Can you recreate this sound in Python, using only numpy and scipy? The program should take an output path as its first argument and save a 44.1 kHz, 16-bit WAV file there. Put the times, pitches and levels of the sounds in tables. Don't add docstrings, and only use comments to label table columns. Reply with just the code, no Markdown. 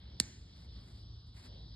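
import sys
import numpy as np
from scipy import signal
from scipy.fft import rfft, irfft
from scipy.io import wavfile
from scipy.ndimage import uniform_filter1d

SR = 44100
rng = np.random.default_rng(int(sys.argv[2]) if len(sys.argv) > 2 else 0)


def pcm_store(signal):
    levels = np.round(np.clip(np.atleast_2d(signal), -1, 1) * 32767)
    wavfile.write(sys.argv[1], SR, levels.astype(np.int16).T)


def magnitude_from_level(level_db):
    exponent = np.asarray(level_db, float) / 20
    return 10 ** exponent


N = 77175
T = np.arange(N) / SR
F = np.fft.rfftfreq(N, 1 / SR) + 1e-3


def over_hz(table):
    hz, value = np.array(table, float).T
    return np.interp(np.log(F), np.log(hz), value)


def over_time(table):
    return np.interp(T, *np.array(table).T)


def walk(rate_hz):
    hold = int(SR / rate_hz)
    steps = np.repeat(rng.standard_normal(N // hold + 1), hold)
    slewed = uniform_filter1d(uniform_filter1d(steps, hold), hold)
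    return 1.3 * slewed[:N]


def fade(start_s, t60_s, rise_s):
    t = np.maximum(T - start_s, 0)
    return (1 - np.exp(-t / rise_s)) * magnitude_from_level(-60 * t / t60_s)


def swells(table):
    total = 0
    for peak_s, rise_s, fall_s, db in table:
        spread_s = np.where(T < peak_s, rise_s, fall_s)
        total = total + magnitude_from_level(db) * np.exp(-.5 * ((T - peak_s) / spread_s) ** 2)
    return total


def right_lag():
    # f/Hz, lag/rad
    lag_table = [(0, 0), (300, 0), (900, -1.1), (1800, 0), (2500, 2.5), (3800, .85), (5000, 1.5),
                 (5900, 3.1), (6900, 5.4), (7700, 6.3), (8900, 7.5), (9800, 9.4), (10500, 10.7),
                 (11800, 12.6), (14000, 15.7)]
    return np.interp(F, *np.array(lag_table).T)


def diffuse(colour, patchy_db=0., stepped=True):
    # f/Hz, likeness (0-1)
    likeness_table = [(130, .993), (280, .9), (600, .25), (1200, .2), (1800, .85), (4000, .82), (5000, .8),
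                      (5330, 1), (14000, 1)]
    # f/Hz, level/dB
    left_table = [(150, 0), (600, 2.5), (1400, 3.5), (2400, .5), (4000, 0)]
    # from f/Hz, to f/Hz, right lag/half turns
    treble_steps = [(5330, 6700, 1), (7200, 8900, 2), (9450, 10900, 3), (11600, 14000, 4)]
    shared, opposed = rfft(rng.standard_normal((2, N)))
    likeness = np.clip(over_hz(likeness_table), 0, 1)
    shared = np.sqrt(1 + likeness) * shared
    opposed = np.sqrt(1 - likeness) * opposed
    lag = right_lag()
    if stepped:
        for low_hz, high_hz, half_turns in treble_steps:
            lag[(F > low_hz) & (F < high_hz)] = np.pi * half_turns
    lean = magnitude_from_level(over_hz(left_table) / 2)
    pair = np.array([lean, np.exp(-1j * lag) / lean])
    spectrum = magnitude_from_level(over_hz(colour)) * np.array([shared + opposed, shared - opposed]) * pair
    noise = irfft(spectrum, N)
    if patchy_db:
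        third = np.clip(3 * np.log2(F / 150), 0, 20)
        noise = 0
        for k in range(21):
            one_band = irfft(spectrum * np.clip(1 - abs(third - k), 0, 1), N)
            noise = noise + one_band * magnitude_from_level(patchy_db * (k > 0) * walk(13))
    return noise / np.sqrt(np.mean(noise ** 2))


def hum():
    # centre f/Hz, rms level before surges/dB, waver depth/dB
    tones = [(55.95, -57.5, -1), (67.6, -62.5, 1), (77.4, -58.5, 0.5), (105.7, -60, -1)]
    # t/s, level change/dB
    surge_table = [(0, 0), (.24, 2), (.33, -9), (.4, 4), (.51, -8), (.77, 5.5), (.82, -6), (.85, 5),
                   (.88, -12.5), (.93, 1.5), (1.03, 3), (1.18, 5), (1.21, -6), (1.29, 4), (1.33, -5.5),
                   (1.37, 3.5), (1.43, -5), (1.5, 2.5), (1.75, 1)]
    surge_db = over_time(surge_table)
    total = 0
    for hz, db, waver_db in tones:
        loudness = np.sqrt(2) * magnitude_from_level(db + surge_db + waver_db * walk(6.4))
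        wandering_hz = hz * (1 + .06 * walk(10))
        turns = rng.random() + np.cumsum(wandering_hz) / SR
        total = total + loudness * np.sin(2 * np.pi * turns)
    return total


def rumble():
    # f/Hz, relative density/dB per Hz
    room_colour = [(25, -13), (40, -5), (55, 2), (80, -3), (115, -1), (160, -5), (300, -13), (500, -23.5),
                   (1000, -27.5), (2200, -42.5), (4000, -40.5), (6500, -53.5), (8000, -50), (11500, -58),
                   (11900, -68.5)]
    # t/s, rms level/dB
    room_course = [(0, -60.5), (.15, -56.5), (.3, -56.5), (.5, -57.5), (.7, -56.5), (.95, -56),
                   (1.1, -57.5), (1.3, -60), (1.45, -58.5), (1.55, -55.5), (1.75, -55)]
    # peak t/s, rise/s, fall/s, peak level/dB
    middle_swells = [(.1, 0.043, 0.092, -71), (1.52, 0.08, 0.12, -66.5)]
    # f/Hz, relative density/dB per Hz
    middle_colour = [(150, -19), (250, 4), (600, 3.5), (1100, -16), (2200, -11.5), (3000, -43.5)]
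    room = magnitude_from_level(over_time(room_course)) * diffuse(room_colour, patchy_db=2)
    middle = swells(middle_swells) * diffuse(middle_colour)
    return room + middle + hum()


def hiss():
    # f/Hz, relative density/dB per Hz
    hiss_colour = [(2200, -20.5), (3200, 1.5), (4500, 4.5), (5300, 2.5), (5900, -11.5), (6500, -35)]
    # t/s, rms level/dB
    hiss_course = [(0, -66), (.18, -63.5), (.4, -67), (.55, -63.5), (.65, -65), (.76, -60.5), (.9, -70),
                   (1, -64.5), (1.16, -63), (1.32, -67.5), (1.5, -62.5), (1.75, -62.5)]
    return magnitude_from_level(over_time(hiss_course)) * diffuse(hiss_colour, patchy_db=2)


def rustles():
    # peak t/s, rise/s, fall/s, body level before grain/dB, treble over body/dB
    rustle_events = [(0.059, 0.3, 0.11, -72, -20.5), (0.469, .05, 0.075, -78, -13),
                     (0.602, 0.039, 0.042, -71, 0), (0.769, 0.045, 0.064, -74.5, -7.5),
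                     (.9, 0.067, 0.089, -74, 2.5), (1.272, 0.005, 0.024, -83, 6.5),
                     (1.382, 0.026, 0.042, -66, 0.5), (1.455, 0.019, 0.018, -65, -0.5)]
    # f/Hz, relative density/dB per Hz
    body_colour = [(300, -4.5), (800, -0.5), (1800, -2), (2150, 1), (2500, -2.5), (3500, -7.5),
                   (6000, -29.5)]
    # f/Hz, relative density/dB per Hz
    treble_colour = [(2500, -17), (4500, 5), (6500, -10), (8500, -7), (11500, -10.5), (11900, -26)]
    body_swells = [row[:4] for row in rustle_events]
    treble_swells = [(s, rise, fall, db + treble_db) for s, rise, fall, db, treble_db in rustle_events]
    body = swells(body_swells) * diffuse(body_colour)
    treble = swells(treble_swells) * diffuse(treble_colour)
    grain = magnitude_from_level(2 * walk(150))
    return grain * (body + treble)


def walls():
    # f/Hz, relative density/dB per Hz
    tail_colour = [(200, 7), (1000, -6.5), (1400, -8), (1900, 3), (2500, 0.5), (3400, -4), (4200, 4.5),
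                   (5200, -1), (6500, 2), (8300, -4.5), (9500, -14.5), (11500, -18), (11900, -36)]
    start_s, rise_s = .2022, .001
    early = magnitude_from_level(-41) * fade(start_s, .047, rise_s) * diffuse(tail_colour, stepped=False)
    late = magnitude_from_level(-49.5) * fade(start_s, .65, rise_s) * diffuse(tail_colour, patchy_db=2)
    return early + late


def thump():
    start_s, rise_s, t60_s = .2015, .003, .038
    top_hz, end_hz, sag_s = 450, 80, .006
    t = np.maximum(T - start_s, 0)
    turns = end_hz * t + (top_hz - end_hz) * sag_s * (1 - np.exp(-t / sag_s))
    envelope = fade(start_s, t60_s, rise_s) * (1 - np.exp(-t / rise_s))
    return -magnitude_from_level(-21.5) * envelope * np.sin(2 * np.pi * turns)


def snap():
    # t/s, relative level/dB, brightness/dB per octave
    cracks = [(.19971, -22, 11), (.20001, -5, .6), (.2004, -17.3, -11), (.20077, -20, 0)]
    # f/Hz, relative level/dB, time to fall 60 dB/s
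    jaw_modes = [(1820, -24, 0.0094), (2460, -22, .0033), (3730, -5.5, .007), (4250, -1, 0.0062),
                 (4473, -0.5, .008), (6070, -13, .0129), (7320, -18, .0078), (8390, -2.5, .0048),
                 (9590, -13.5, .0057), (11200, -11, 0.0044), (6690, -24.5, 0.016), (7126, -28.5, .04),
                 (11330, -37, .05), (10400, -19.5, .006), (4957, -17, .006), (1000, -35, 0.0038)]
    # delay/s, level before colour/dB, extra delay on the right/s
    near_echoes = [(.0037, -18.5, 0), (.0060, -26, .0001), (.0093, -23, 0), (0.014, -34, -.0001)]
    # f/Hz, level/dB
    echo_colour = [(1000, -2.5), (4300, -1.5), (6500, 3), (8500, -2), (9300, -8), (11500, -5)]
    ring = np.zeros(N)
    for crack_s, crack_db, tilt_db in cracks:
        t = np.maximum(T - crack_s, 0)
        for k, (hz, mode_db, t60_s) in enumerate(jaw_modes):
            sign = (-1) ** k
            gain = sign * magnitude_from_level(crack_db + mode_db + tilt_db * np.log2(hz / 6000))
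            ring += gain * np.sin(2 * np.pi * hz * t) * fade(crack_s, t60_s, .00013)
    since_shut = np.maximum(T - .2016, 0)
    ring = ring * magnitude_from_level(-6 * (1.5 - np.exp(-since_shut / .0003)))
    echo = 0
    for delay_s, db, late_s in near_echoes:
        delays = np.array([[delay_s], [delay_s + late_s]])
        echo = echo + magnitude_from_level(db) * np.exp(-2j * np.pi * F * delays)
    right = magnitude_from_level(1) * np.exp(-1j * right_lag())
    pair = np.array([np.ones(len(F)), right])
    return irfft(rfft(ring) * pair * (1 + magnitude_from_level(over_hz(echo_colour)) * echo), N)


def scene():
    return rumble() + hiss() + rustles() + walls() + thump() + snap()


def top_cut(x):
    return signal.sosfilt(signal.butter(12, 13450, fs=SR, output="sos"), x)


def record(dry):
    top_hz, bass_hz = 12250, 33
    band = 1 / np.sqrt((1 + (F / top_hz) ** 150) * (1 + (bass_hz / F) ** 4))
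    mix = irfft(rfft(dry) * band, N)
    return top_cut(mix)


dry = scene()
out = record(dry)
pcm_store(out)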